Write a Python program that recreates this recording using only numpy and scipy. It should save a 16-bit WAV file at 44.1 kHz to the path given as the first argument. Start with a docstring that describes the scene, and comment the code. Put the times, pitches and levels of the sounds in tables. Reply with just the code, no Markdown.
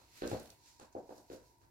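"""A few slow steps of high-heeled boots on laminate, slightly to the right, in a small bare room.
Each heel or sole contact is a short thump of the boards plus a click; the floor sags and booms under
the weight. Walls return distinct echoes and the room rings on. The glossy boot shafts rustle, creak
and tick as they flex. Faint hum and hiss lie underneath."""
import sys
import numpy as np
from scipy import signal
from scipy.fft import rfft, irfft, next_fast_len
from scipy.io import wavfile

SR = 44100
rng = np.random.default_rng(int(sys.argv[2]) if len(sys.argv) > 2 else 0)


def store_pcm(level_fs):
    """Save levels as 16-bit WAV."""
    pcm = np.round(np.clip(level_fs, -1, 1) * 32767).astype(np.int16)
    wavfile.write(sys.argv[1], SR, np.atleast_2d(pcm).T)


N = 74970
FFT_SIZE = next_fast_len(N + SR // 2)
TIME_S, HZ = np.arange(N) / SR, np.fft.rfftfreq(FFT_SIZE, 1 / SR)
LEFT_LAG_S, TREBLE_PAN_DB = 0.000401, -1.3

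# heel and sole contacts: start_s, thump_db, low_edge_hz, high_edge_hz, click_db, click_edge_hz
CONTACTS = [(.001, -58, 294, 1300, -73, 3130), (0.2208, -31.5, 280, 609, -29, 4800),
            (0.2521, -36, 297, 533, -54, 3000), (.3150, -28.5, 186, 778, -32.5, 2530),
            (.7978, -47, 210, 1010, -44.5, 8900), (0.9509, -33, 295, 785, -45.5, 1600),
            (1.0926, -40.5, 332, 814, -45.5, 2000), (1.166, -50, 280, 846, -55, 2980),
            (1.3006, -40.5, 330, 582, -42, 3500), (1.3320, -46.5, 380, 596, -65, 3000),
            (1.616, -66.5, 410, 1280, -55.5, 3050)]
# contact click spectrum: freq_hz, gain_db
CLICK_SPECTRUM = [(300, 10), (900, 3), (1200, 3.5), (1550, 5.5), (1750, 3), (2100, -3), (2600, 0),
                  (3200, -0.5), (4200, 6), (7000, -16), (15000, -31)]
# heel resonances: freq_hz, width_hz, strength_db
HEEL_RESONANCES = [(1546, 125, -8.5), (2600, 200, -9)]
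# floor swings under load: start_s, pitch_hz, level_db, t60_s
FLOOR_SWINGS = [(.226, 150, -56, 0.49), (0.232, 70.2, -53, 0.9), (0.316, 111, -30.5, 0.14),
                (0.327, 80, -58, 0.083), (0.951, 106, -53.5, 0.2), (1.306, 103, -70.5, 0.65)]
# snaps of the boot material: start_s, level_db, pitch_hz, half_width_oct
FOLD_SNAPS = [(0.26, -52, 11000, .6), (0.2746, -46, 8000, 1), (0.2759, -36.5, 5200, .6),
              (0.296, -42.5, 8200, 0.31), (0.2997, -47.5, 6600, 0.17), (0.3984, -43.5, 6400, 1.1),
              (0.4312, -50, 10500, 0.48), (0.458, -48.5, 3970, 1.2), (0.473, -53, 6000, .4),
              (0.5025, -43.5, 5400, 0.63), (0.7989, -48, 6740, 0.46), (0.9274, -57, 6230, 0.19),
              (1.1802, -51, 5940, 0.47), (1.5831, -64, 10000, 0.68)]
# shaft flexes, rise and fall over 20 dB: peak_s, rise_s, fall_s, mid_db, low_trim_db, top_trim_db
SHAFT_FLEXES = [(.01, 0.28, 0.38, -71.5, 6.5, 1), (.18, 0.11, 0.17, -61, 6.5, 1.5),
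                (0.317, 0.17, 0.22, -57, 8, 0), (.52, 0.098, 0.071, -81.5, 20, 17),
                (0.683, 0.14, 0.19, -63, 1.5, -4.5), (0.824, 0.034, 0.1, -66.5, 4, -2),
                (.93, .02, 0.081, -75, 4, -2), (.99, 0.13, 0.1, -73.5, -19, -8),
                (1.115, 0.16, 0.29, -71, 1.5, -0.5), (1.183, 0.16, 0.14, -69.5, -21, 2.5),
                (1.34, 0.085, 0.09, -62, 3, 0.5), (1.47, 0.25, 0.22, -73, 0, 0.5),
                (1.619, 0.039, 0.18, -77, -5, 0)]
# rustle spectra, three registers: freq_hz, gain_db
LOW_SPECTRUM = [(400, 0), (1100, -1), (1550, 1.5), (2000, 2.5), (2600, 4), (3200, -1), (4500, 6.5),
                (9000, -128)]
MID_SPECTRUM = [(1500, -28), (3100, -18.5), (4100, -7.5), (5500, -5.5), (7000, -7.5), (9000, -15.5),
                (15000, -27.5)]
TOP_SPECTRUM = [(3000, -60), (7000, -11), (9000, 2.5), (12000, 6.5), (15500, 0)]
# echoes off walls, ceiling and furniture: delay_s, gain_db
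REFLECTIONS = [(.0026, -3), (.0052, -11), (.0112, -11), (.0132, -2), (.0171, -.5), (.0192, -12),
               (.0211, -7), (.0232, -11), (.028, -11), (.0301, -5), (.031, -4), (.0343, -7), (.037, -6),
               (.0387, -7), (.0447, -11), (.0483, -10), (.052, -8)]
# standing waves of the room: freq_hz, width_hz, strength_db
STANDING_WAVES = [(229.5, 8, 1), (297.3, 8.5, 4), (355.6, 10.4, 1.5), (468.6, 12, -7.5), (518.7, 23.6, 3),
                  (766, 4, -9)]
# reverberation time: freq_hz, t60_s
REVERB_DECAY = [(100, 0.37), (500, .42), (1500, 0.49), (5000, 0.11), (14000, 0.52)]
# room tone spectra: freq_hz, gain_db
HUM_SPECTRUM = [(20, -14), (32, -9), (42, -17.5), (55, 5.5), (75, -5.5), (100, 0), (140, -5.5), (200, -17),
                (340, -6), (500, -22.5), (780, -14), (1200, -75), (3000, -66)]
HISS_SPECTRUM = [(25, -44), (200, -14), (1200, -6.5), (2000, 1.5), (2600, -3), (3200, -10.5), (4200, -6),
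                 (5200, -22), (8000, -9.5), (15000, -5)]


def footsteps(scatter_above_hz=894):
    """Each contact thumps the boards and clicks the heel; furniture smears the treble of the echoes."""
    direct = delay(0, LEFT_LAG_S)
    room_modes, heel_ring = resonances(STANDING_WAVES), resonances(HEEL_RESONANCES)
    mirrored = 1 / np.sqrt(1 + (HZ / scatter_above_hz) ** 8)
    thumps, clicks = np.zeros((2, 2, len(HZ)), complex)
    for start_s, thump_db, low_hz, high_hz, click_db, click_edge_hz in CONTACTS:
        early = early_echoes()
        smeared = early * scatter()
        walls = mirrored * early + np.sqrt(1 - mirrored ** 2) * smeared
        thump_room = (direct + amp(-2.5) * walls) * room_modes + amp(2.5) * reverb(correlation=0.72)
        click_room = direct + amp(-7) * smeared + amp(7) * reverb(correlation=0)
        colour = amp(curve(CLICK_SPECTRUM)) / (1 + (HZ / click_edge_hz) ** 2)
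        click = crack(colour, t60_s=0.0074) * heel_ring
        thumps += amp(thump_db) * board_thump(low_hz, high_hz) * thump_room * delay(start_s)
        clicks += amp(click_db) * click * click_room * delay(start_s)
    return waveform(thumps) + pan(waveform(clicks), TREBLE_PAN_DB)


def board_thump(low_hz, high_hz):
    """Spectrum of one downward push on the boards: a cycle or two between the band edges."""
    highpass = signal.butter(2, low_hz, "high", fs=SR, output="sos")
    lowpass = signal.butter(7, high_hz, fs=SR, output="sos")
    push = -signal.sosfilt(np.vstack([highpass, lowpass]), signal.unit_impulse(SR // 10))
    return rfft(push / np.abs(push).max(), FFT_SIZE)


def floor_booms(attack_s=0.0088):
    """The loaded floor swings briefly at a low pitch."""
    swings = np.zeros(N)
    for start_s, pitch_hz, level_db, t60_s in FLOOR_SWINGS:
        age_s = np.maximum(TIME_S - start_s, 0)
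        envelope = amp(level_db - 60 * age_s / t60_s) * (1 - np.exp(-(age_s / attack_s) ** 2))
        swings += envelope * np.sin(2 * np.pi * pitch_hz * age_s)
    return pan(filtered(swings, delay(0, left_lag_s=0.0008)), left_db=1.3)


def fold_ticks():
    """Folds of the boot material snap over and sound into the room."""
    ticks = np.zeros((2, len(HZ)), complex)
    for start_s, level_db, pitch_hz, half_width_oct in FOLD_SNAPS:
        colour = 1 / (1 + (np.log2((HZ + 1) / pitch_hz) / half_width_oct) ** 2)
        room = 1 + amp(5) * scatter() + amp(4.5) * reverb(correlation=0)
        ticks += amp(level_db) * crack(colour, t60_s=0.0045) * room * delay(start_s, LEFT_LAG_S)
    return pan(waveform(ticks), TREBLE_PAN_DB)


def shaft_rustle(low_db=-7, top_db=-6.5, roundness=1.014):
    """Each flex of a shaft swells and fades in three registers."""
    powers = np.zeros((3, N))
    for peak_s, rise_s, fall_s, mid_db, low_trim_db, top_trim_db in SHAFT_FLEXES:
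        from_peak = np.maximum((peak_s - TIME_S) / rise_s, (TIME_S - peak_s) / fall_s)
        register_db = np.array([[low_db + low_trim_db], [0], [top_db + top_trim_db]])
        powers += amp(mid_db + register_db - 20 * np.abs(from_peak) ** roundness) ** 2
    spectra = LOW_SPECTRUM, MID_SPECTRUM, TOP_SPECTRUM
    rustle = sum(np.sqrt(power) * creak(spectrum) for power, spectrum in zip(powers, spectra))
    return pan(rustle, TREBLE_PAN_DB)


def creak(spectrum, slips_per_s=600, spread_db=4, grain_share=0.24):
    """Tiny stick-slip grains over a smooth rubbing hiss, rms 1."""
    colour = amp(curve(spectrum))
    slips = (rng.random(N) < slips_per_s / SR) * np.sign(rng.standard_normal(N))
    slips *= amp(spread_db * rng.standard_normal(N))
    grains = unit_rms(filtered(slips, colour * delay(0, LEFT_LAG_S)))
    return np.sqrt(grain_share) * grains + np.sqrt(1 - grain_share) * noise(colour, correlation=0.032)


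def early_echoes(delay_spread=0.014, lag_spread_s=0.00021):
    """Echo response from one spot on the floor; each echo has its own direction."""
    impulse = np.zeros((2, SR // 10))
    for delay_s, gain_db in REFLECTIONS:
        path_s = delay_s * (1 + delay_spread * rng.standard_normal())
        arrival_s = path_s + lag_spread_s * rng.normal(0.78, 1) * np.array([.5, -.5])
        impulse[np.arange(2), np.round(arrival_s * SR).astype(int)] += amp(gain_db)
    return rfft(impulse, FFT_SIZE)


def scatter(t60_s=0.017):
    """Response of a brief uncoloured smear, different on each side."""
    smear = rfft(rng.standard_normal((2, SR // 20)) * amp(-60 * TIME_S[:SR // 20] / t60_s), FFT_SIZE)
    return smear / np.abs(smear)


def reverb(correlation, build_s=0.0097):
    """Response of the diffuse room tail, energy about 1 a side."""
    freq_hz, age_s, bands = signal.stft(white_pair(SR // 2, correlation), SR, nperseg=256)
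    decay = amp(-60 * age_s / curve(REVERB_DECAY, freq_hz)[:, None])
    impulse = signal.istft(bands * decay, SR, nperseg=256)[1]
    impulse *= 1 - np.exp(-(TIME_S[:impulse.shape[1]] / build_s) ** 2)
    return rfft(impulse / np.linalg.norm(impulse[0]), FFT_SIZE)


def room_tone(whirr_hz=947, half_width_hz=72):
    """Low hum, narrow whirr, thin hiss."""
    whirr = noise(1 / (1 + ((HZ - whirr_hz) / half_width_hz) ** 4), correlation=0.28)
    hum = noise(amp(curve(HUM_SPECTRUM)), correlation=0.77)
    hiss = noise(amp(curve(HISS_SPECTRUM)), correlation=0.035)
    return amp(-72.5) * hum + amp(-74.5) * whirr + amp(-80.5) * hiss


def crack(colour, t60_s):
    """Spectrum of a short coloured burst, waveform peak near 1."""
    return unit_rms(colour) * scatter(t60_s)[0] * np.linalg.norm(amp(-60 * TIME_S / t60_s)) / 2


def resonances(modes):
    """Response of a direct path plus ringing modes."""
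    return 1 + sum(amp(strength_db) * 1j * HZ * width_hz / (freq_hz ** 2 - HZ ** 2 + 1j * HZ * width_hz)
                   for freq_hz, width_hz, strength_db in modes)


def white_pair(samples, correlation):
    """White noise with a given left-right correlation."""
    mid, side = rng.standard_normal((2, samples))
    angle_rad = np.arccos(correlation) / 2
    return mid * np.cos(angle_rad) + side * np.sin(angle_rad) * np.array([[1], [-1]])


def noise(colour, correlation):
    """Coloured stereo noise, rms 1."""
    return unit_rms(filtered(white_pair(N, correlation), colour))


def delay(delay_s, left_lag_s=0):
    """Stereo delay response."""
    return np.exp(-2j * np.pi * HZ * (delay_s + np.array([[.5], [-.5]]) * left_lag_s))


def pan(x, left_db):
    """Opposite gains on the two sides; negative leans right."""
    return x * amp(left_db * np.array([[1], [-1]]))


def filtered(x, response):
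    return waveform(rfft(x, FFT_SIZE) * response)


def waveform(spectrum):
    return irfft(spectrum, FFT_SIZE)[..., :N]


def curve(points, at_hz=HZ):
    """Interpolate over log frequency."""
    freq_hz, values = np.transpose(points)
    return np.interp(np.log(at_hz + 1), np.log(freq_hz + 1), values)


def amp(db):
    return 10 ** (np.asarray(db) / 20)


def unit_rms(x):
    return x / np.sqrt(np.mean(x ** 2) + 1e-20)


def scene():
    """Boots, floor and room."""
    return footsteps() + floor_booms() + fold_ticks() + shaft_rustle() + room_tone()


def record(dry):
    """Hard band limit at 15900 Hz."""
    return filtered(dry, HZ < 15900)


dry = scene()
out = record(dry)
store_pcm(out)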